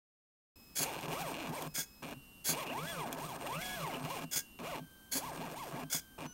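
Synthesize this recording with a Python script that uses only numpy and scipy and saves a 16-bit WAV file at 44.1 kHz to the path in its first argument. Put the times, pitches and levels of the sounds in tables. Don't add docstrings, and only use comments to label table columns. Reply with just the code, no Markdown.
import sys
import numpy as np
from scipy import signal
from scipy.fft import rfft, irfft
from scipy.io import wavfile
from scipy.ndimage import uniform_filter1d

SR = 44100
rng = np.random.default_rng(int(sys.argv[2]) if len(sys.argv) > 2 else 0)


def materialize(psi):
    bounded = np.clip(np.atleast_2d(psi).T, -1, 1)
    quanta = np.round(bounded * 32767).astype(np.int16)
    wavfile.write(sys.argv[1], SR, quanta)


N = 279153
TIME = np.arange(N) / SR

# [f/Hz, level/dB]
ROOM_TONE = [(20, -6.5), (48, 0.5), (80, -4), (115, -7.5), (160, -4.5), (260, -3), (380, -12), (600, -17.5),
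             (1100, -17.5), (2000, -26), (4000, -24), (8000, -26), (16000, -23)]
# [f/Hz, level/dB]
COIL_LINES = [
    [(2562, -70), (5130, -67.5), (7381, -80), (8403, -79), (12511, -74), (12823, -74), (15079, -95),
     (15391, -74)],
    [(2767, -63.5), (2961, -71.5), (8549, -75), (8882, -80), (10858, -81), (11843, -71), (12828, -76),
     (13819, -79)],
    [(1567, -66.5), (3128, -69.5), (6261, -82), (8554, -75), (10955, -79), (12129, -75), (12516, -74),
     (13695, -79), (14083, -82), (15649, -81)],
    [(1465, -68.5), (2930, -68.5), (6060, -58.5), (11000, -75)],
]
# [start t/s, stop t/s]
COIL_RESTS = [
    [(.5, .79), (1.678, 2.022)],
    [(2.138, 2.495), (4.249, 4.59)],
    [(4.798, 5.15), (5.841, 6.181)],
    [(6.262, 6.4)],
]
# [start t/s, full effort t/s, braking t/s, stop t/s, level/dB, direction: 0 lowers, 1 lifts the pen]
SERVO_SWINGS = [(.753, .78, .838, .858, -33, 0), (1.74, 1.765, 1.806, 1.85, -35, 1),
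                (2.443, 2.474, 2.522, 2.548, -32.5, 0), (4.311, 4.34, 4.383, 4.42, -34, 1),
                (5.114, 5.13, 5.18, 5.21, -33.5, 0), (5.899, 5.935, 5.968, 6.005, -34, 1)]
# [f/Hz, width f/Hz, level/dB]
GEAR_MODES = [
    [(1010, 110, -29), (1590, 110, 1), (2200, 63, 0.5), (3350, 40, 6.5), (4220, 36, 7), (4580, 160, 5.5),
     (6620, 320, 5.5), (7300, 290, 0), (9720, 330, 2), (11200, 270, 4.5), (12800, 150, 5), (15400, 280, -6)],
    [(1447, 55, 4.5), (1620, 23, 8.5), (2180, 93, 3.5), (3394, 80, 6.5), (5030, 370, 3.5), (6130, 150, 2),
     (6400, 250, 4.5), (6830, 150, 10), (8550, 370, 2.5), (9400, 180, 2), (13100, 400, -1),
     (14100, 540, 1.5)],
]
# [f/Hz, level/dB]
GEAR_SPECTRUM = [(100, -17), (400, -5), (1000, -9.5), (1250, -24), (1950, -10), (3700, -10.5), (4800, -5),
                 (7200, -4.5), (8000, -3.5), (10200, -8.5), (11300, 1), (12100, -13), (16000, -0.5)]
# [t/s, peak level/dB]
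PLAY_TICKS = [(.771, -26), (1.01, -34), (1.623, -28), (1.762, -25), (2.031, -39), (2.111, -38),
              (2.494, -25), (2.5, -27), (3.128, -24)]
# [t/s, peak level/dB]
PEN_KNOCKS = [(.806, -31), (1.782, -34), (2.491, -30), (4.361, -35), (5.155, -33.5), (5.946, -32)]
# [f/Hz, width f/Hz, level/dB]
BOARD_MODES = [(160, 20, 0), (256, 30, -3)]
# [f/Hz, level/dB]
BOARD_SPECTRUM = [(30, -40), (70, -27.5), (130, -42), (200, -10.5), (310, -4.5), (420, -45), (900, -67)]
# [f/Hz, width f/Hz, level/dB]
FRAME_MODES = [(542, 21, 7.4), (677, 33, 7.4), (1040, 72, 5), (1623, 94, 1.2)]
# [f/Hz, level/dB]
FRAME_SPECTRUM = [(100, -26), (250, -9), (400, 3.5), (600, -3.5), (900, 5), (1200, 1), (1400, -2.5),
                  (1950, -10), (3000, -22), (16000, -70)]
# [f/Hz, width f/Hz, level/dB]
RAIL_MODES = [(4020, 30, 0.75), (6830, 97, 2.3), (8670, 230, 5.5)]
# [f/Hz, level/dB]
RAIL_SPECTRUM = [(500, -75), (2500, 8.5), (4500, 1.5), (7200, 0), (9400, -3), (10300, -3.5), (12700, 1.5),
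                 (14500, -5), (16000, -3)]
# [f/Hz, width f/Hz, level/dB]
CLATTER_MODES = [(2600, 56, -6), (2820, 67, 4), (4270, 37, -3)]
# [f/Hz, level/dB]
CLATTER_SPECTRUM = [(300, -35.5), (1500, -3), (2000, -9), (2400, 3), (3000, -5.5), (3500, -6), (4700, -15),
                    (7000, -16), (16000, -42.5)]
# [start t/s, stop t/s]
MOTOR_RUNS = [(.79, 1.678), (2.022, 2.138), (2.495, 4.249), (4.59, 4.798), (5.15, 5.841), (6.181, 6.27)]
# [middle t/s, length t/s, top carriage step f/Hz, top roller step f/Hz,
#   level/dB of carriage tone, roller tone, rattle, clatter, hiss]
PEN_STROKES = [(.883, 0.17, 930.4, 574.2, -53.5, -52, -43.5, -47.5, -51.5),
               (1.008, .14, 900, 229.3, -57, -57, -44, -49, -55.5),
               (1.217, 0.28, 1480, 831, -56, -50.5, -42, -50, -52),
               (1.404, 0.18, 829.7, 351.6, -64, -51, -43, -47.5, -55.5),
               (1.57, 0.19, 1028, 624.5, -57, -51.5, -44.5, -55, -53),
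               (2.09, .17, 830.6, 305, -59, -57, -45, -51.5, -58),
               (2.602, 0.21, 1159, 656.9, -54, -53.5, -43.5, -49.5, -53),
               (2.898, 0.48, 1695, 673, -49.5, -55, -44, -54, -56),
               (3.268, 0.25, 1322, 184.8, -54, -54, -44.5, -57.5, -55),
               (3.689, 0.58, 1672, 736.3, -49.5, -55, -43, -52.5, -54.5),
               (4.13, .207, 1138, 589.2, -54, -55, -43.5, -50.5, -53),
               (4.697, .215, 1191, 751, -62, -50.5, -44, -50.5, -55.5),
               (5.267, .21, 1145, 274.5, -55, -65, -46, -58.5, -55.5),
               (5.441, .14, 965, 269.4, -56, -51.5, -44.5, -53.5, -58),
               (5.603, 0.21, 1151, 306.3, -53.5, -65, -49, -62, -55.5),
               (5.793, .16, 999.2, 290, -55.5, -52, -44, -55.5, -58),
               (6.233, 0.12, 750, 296.3, -58, -55, -44.5, -52.5, -59.5)]
# [carriage step f/Hz, level/dB of tones, rattle, clatter, hiss]
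SPEED_LAW = [(250, -3, -0.5, -1, -3.5), (560, -1.5, 1.5, -0.5, -3), (900, 0, -2, 0.5, 0),
             (1329.6, 1.5, -3, 0, .5), (1697.5, 0.5, -4.5, -1, 5)]
CORNER_TIMES = [1.075, 1.515, 2.655, 3.055, 3.1, 3.164, 3.378, 4.017, 5.32, 5.55]
# [f/Hz, level/dB]
TONE_RADIATION = [(60, -43), (150, 1.5), (260, 1.5), (380, -1), (540, 2.5), (660, 0), (850, 5), (1040, 6.5),
                  (1350, -4), (1680, -1.5), (2300, 7), (2800, -33), (3330, 10), (3500, 0), (5000, -13),
                  (9000, -18)]
CARRIAGE_PARTIALS = [0.5, -13, -13, -23]
ROLLER_PARTIALS = [0.5, -5, -13.5, -15]
# [f/Hz, level/dB]
DRONE_SPECTRUM = [(20, -9), (47, -3.5), (65, -1), (105, -10.5), (150, 4.5), (250, -21), (600, -76)]
# [t/s, lower mode level/dB, upper mode level/dB]
BOARD_SWELLS = [(.818, -54, -55), (1.098, -42.5, -50), (1.5, -38, -38), (1.68, -43, -50), (2.05, -51, -47),
                (2.12, -65, -44.5), (2.172, -49.5, -50), (2.526, -45, -43), (2.725, -66, -44),
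                (3.068, -51, -41.5), (4.048, -36, -42.5), (4.252, -42, -43.5), (4.622, -48, -45),
                (4.82, -44, -46.5), (5.16, -56, -40.5), (5.4, -42.5, -46), (5.742, -41, -48),
                (5.856, -45.5, -46), (6.256, -47.5, -43)]
# [middle t/s, length t/s, f/Hz, level/dB]
PART_BUZZES = [(2.701, 0.078, 2659, -44.5), (3.564, 0.037, 2614, -42), (3.627, 0.027, 2240, -42.5),
               (3.951, 0.049, 2795, -45.5), (4.6, 0.024, 2798, -54)]

CRAWL_HZ, RAMP_S = 249.76, .224
SWELL_RISE_DB_PER_S, SWELL_FALL_DB_PER_S = 522, 392
START_S, EDGE_HZ = .558, 15850


def amp(db):
    return 10 ** (np.asarray(db) / 20)


def evened(x):
    return x / np.sqrt(np.mean(x ** 2) + 1e-20)


def read(points, hz):
    f, db = np.transpose(points)
    return np.interp(np.log(hz + 1), np.log(f + 1), db)


def during(spans):
    gate = sum(1. * ((TIME > start) & (TIME < stop)) for start, stop in spans)
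    return uniform_filter1d(gate, size=130)


def sine(hz):
    return np.sin(2 * np.pi * np.cumsum(hz) / SR)


def body(spectrum, modes=()):
    hz = abs(np.fft.fftfreq(2 ** 14, 1 / SR))
    power = amp(read(spectrum, hz)) ** 2
    for f, width, db in modes:
        peak = 1 / (1 + (2 * (hz - f) / width) ** 2)
        skirt = 1 / (1 + (2 * (hz - f) / f) ** 2) ** 2
        power = power + amp(db) ** 2 * peak * skirt
    minimum_phase = np.exp(signal.hilbert(np.log(power) / 2).conj())
    ring = np.fft.ifft(minimum_phase).real[:len(hz) // 2]
    return ring / np.linalg.norm(ring)


def through(x, response):
    return signal.oaconvolve(x, response)[:N]


def wander(hz):
    spectrum = rfft(rng.standard_normal(N))
    keep = np.exp(-(np.fft.rfftfreq(N, 1 / SR) / hz) ** 2)
    return evened(irfft(spectrum * keep, N))


def impacts(rate, spread_db):
    hit = np.diff(np.floor(np.cumsum(rate) / SR), prepend=0)
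    size = amp(spread_db * np.clip(rng.standard_normal(N), -2, 1))
    sign = rng.choice([-1, 1], N)
    return evened(hit * size * sign / np.sqrt(rate))


def scatter(t60, share):
    t = np.arange(SR // 2) / SR
    tail = rng.standard_normal(len(t)) * amp(-60 * t / t60)
    response = (t == 0) + share * tail / np.linalg.norm(tail)
    return response / np.linalg.norm(response)


def blows(rows, response):
    hits = np.zeros(N)
    for s, db in rows:
        hits[round(s * SR)] = amp(db)
    return through(hits, response / abs(response).max())


def room_tone(level_db=-60.5):
    return amp(level_db) * through(rng.standard_normal(N), body(ROOM_TONE))


def coils(waver=0.071):
    whistle = np.zeros(N)
    for lines, spans in zip(COIL_LINES, COIL_RESTS):
        chord = sum(amp(db) * np.sin(2 * np.pi * hz * TIME) for hz, db in lines)
        whistle += during(spans) * chord
    return np.sqrt(2) * whistle * (1 + waver * wander(60))


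def servo(mesh_hz=2200, spread_db=3, rasp=0.82, start_share=0.22, throb_db=2.07):
    teeth = impacts(mesh_hz * amp(1.5 * wander(60)), spread_db)
    grind = evened(teeth + rasp * rng.standard_normal(N))
    drive = grind * amp(throb_db * wander(115))
    effort = np.zeros((2, N))
    for start, full, brake, stop, db, direction in SERVO_SWINGS:
        times = [start, full, brake, (brake + stop) / 2, stop]
        swell = np.interp(TIME, times, [start_share, 1, 1, .35, .06], 0, 0)
        effort[round(direction)] += amp(db) * swell
    return sum(through(push * drive, body(GEAR_SPECTRUM, modes)) for push, modes in zip(effort, GEAR_MODES))


def pen(frame_share=0.58, knock_db=-1):
    thump = body(BOARD_SPECTRUM, BOARD_MODES) + frame_share * body(FRAME_SPECTRUM, FRAME_MODES)
    knock = signal.fftconvolve(thump, scatter(t60=0.086, share=0.55))
    snap = body(RAIL_SPECTRUM, RAIL_MODES) + .6 * body(CLATTER_SPECTRUM, CLATTER_MODES)
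    tick = signal.fftconvolve(snap, scatter(t60=.011, share=3))
    return amp(knock_db) * blows(PEN_KNOCKS, knock) + blows(PLAY_TICKS, tick)


def motion():
    middle, length, carriage_top, roller_top, *levels = np.transpose(PEN_STROKES)
    to_edge = length / 2 - abs(TIME[:, None] - middle)
    ramp = np.minimum(to_edge / np.minimum(length / 2, RAMP_S), 1)
    now = ramp.argmax(1)
    carriage_hz = CRAWL_HZ + (carriage_top[now] - CRAWL_HZ) * np.maximum(ramp.max(1), 0)
    roller_hz = carriage_hz * (roller_top / carriage_top)[now]
    speed_hz, tone, *shakes = np.transpose(SPEED_LAW)
    gains = []
    for db, law in zip(levels, [tone, tone, *shakes]):
        stroke_db = uniform_filter1d(db[now], size=900)
        gains.append(amp(stroke_db + np.interp(carriage_hz, speed_hz, law)))
    return carriage_hz, roller_hz, np.array(gains) * during(MOTOR_RUNS)


def corner_dips(width_s=0.0077, dip_db=-10):
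    return amp(dip_db * sum(np.exp(-((TIME - s) / width_s) ** 2) for s in CORNER_TIMES))


def whine(hz, gain, partials, flutter=0.0031, rough=0.19):
    phase = 2 * np.pi * np.cumsum(hz * (1 + flutter * wander(63.0))) / SR
    tone = np.zeros(N)
    for k, db in enumerate(partials, 1):
        waver = 1 + k * rough * wander(38)
        tone += amp(db + read(TONE_RADIATION, k * hz)) * np.sin(k * phase) * waver
    return np.sqrt(2) * gain * tone


def steppers(carriage_hz, roller_hz, gains, tone_db=1.5, frame_db=-3.37, clatter_db=2, hiss_db=4.5,
             rumble_db=-8, grit=0.98, rub=1.0, uneven_db=1.75):
    rattling, clattering, sliding = gains[2:] * amp(uneven_db * wander(55))
    tones = whine(carriage_hz, gains[0], CARRIAGE_PARTIALS) + whine(roller_hz, gains[1], ROLLER_PARTIALS)
    cycles = impacts(carriage_hz / 4, spread_db=4)
    steps = evened(cycles + 1.38 * impacts(roller_hz, spread_db=4))
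    dips = corner_dips()
    shaking = evened(steps + grit * rng.standard_normal(N))
    rattle = through(rattling * shaking, body(FRAME_SPECTRUM, FRAME_MODES))
    jostling = evened(evened(cycles + steps) + .25 * rng.standard_normal(N))
    clatter = through(dips * clattering * jostling, body(CLATTER_SPECTRUM, CLATTER_MODES))
    rubbing = evened(steps + rub * rng.standard_normal(N))
    hiss = through(dips * sliding * rubbing, body(RAIL_SPECTRUM, RAIL_MODES))
    rumble = through(rattling * steps, body(BOARD_SPECTRUM, BOARD_MODES))
    high = amp(clatter_db) * clatter + amp(hiss_db) * hiss
    low = amp(frame_db) * rattle + amp(rumble_db) * rumble
    return amp(tone_db) * tones + low + high


def squeal(sliding, hz=8600, level_db=-9):
    flicker = np.clip(wander(35), 0, 1.3)
    drift = .01 * wander(60) + .006 * wander(400)
    return amp(level_db) * sliding * evened(flicker * sine(hz * (1 + drift)))


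def boom(carriage_hz, carriage_gain, level_db=7, hz=158, width_hz=13):
    wobble = carriage_gain * sine(carriage_hz / 8)
    resonance = signal.iirpeak(hz, hz / width_hz, SR)
    return np.sqrt(2) * amp(level_db) * signal.lfilter(*resonance, wobble)


def rolling(speed, level_db=-57):
    drone = through(rng.standard_normal(N), body(DRONE_SPECTRUM))
    return amp(level_db) * during(MOTOR_RUNS) * speed / speed.max() * drone


def board_swells(lower_db=-2, upper_db=-3.5, drift=.07):
    s, *levels = np.transpose(BOARD_SWELLS)
    age = TIME[:, None] - s
    shape_db = np.minimum(SWELL_RISE_DB_PER_S * age, -SWELL_FALL_DB_PER_S * age)
    ringing = np.zeros(N)
    for mode, db, trim in zip(BOARD_MODES, levels, (lower_db, upper_db)):
        swell = amp((shape_db + db).max(1) + trim)
        ringing += swell * sine(mode[0] * (1 + drift * wander(34.1)))
    return np.sqrt(2) * ringing


def buzzes(drift=0.045):
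    clock = np.cumsum(1 + drift * wander(262)) / SR
    buzz = np.zeros(N)
    for s, length, hz, db in PART_BUZZES:
        swell = amp(db) * np.exp(-(2 * (TIME - s) / length) ** 2)
        buzz += swell * np.sin(2 * np.pi * hz * clock)
    return buzz * (1 + .5 * wander(249.6))


def scene(servo_db=0.3, room_t60=0.24, room_share=0.14):
    carriage_hz, roller_hz, gains = motion()
    machine = amp(servo_db) * servo() + pen() + steppers(carriage_hz, roller_hz, gains)
    machine = through(machine, scatter(t60=.06, share=.22))
    machine = through(machine, scatter(room_t60, room_share))
    bass = boom(carriage_hz, gains[0]) + rolling(carriage_hz) + board_swells()
    return (room_tone() + coils() + machine + squeal(gains[-1]) + bass + buzzes())[None]


def record(dry):
    lowpass = signal.firwin(511, EDGE_HZ, window=("kaiser", 9), fs=SR)
    return signal.oaconvolve(dry * during([(START_S, np.inf)]), lowpass[None], "same")


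dry = scene()
out = record(dry)
materialize(out)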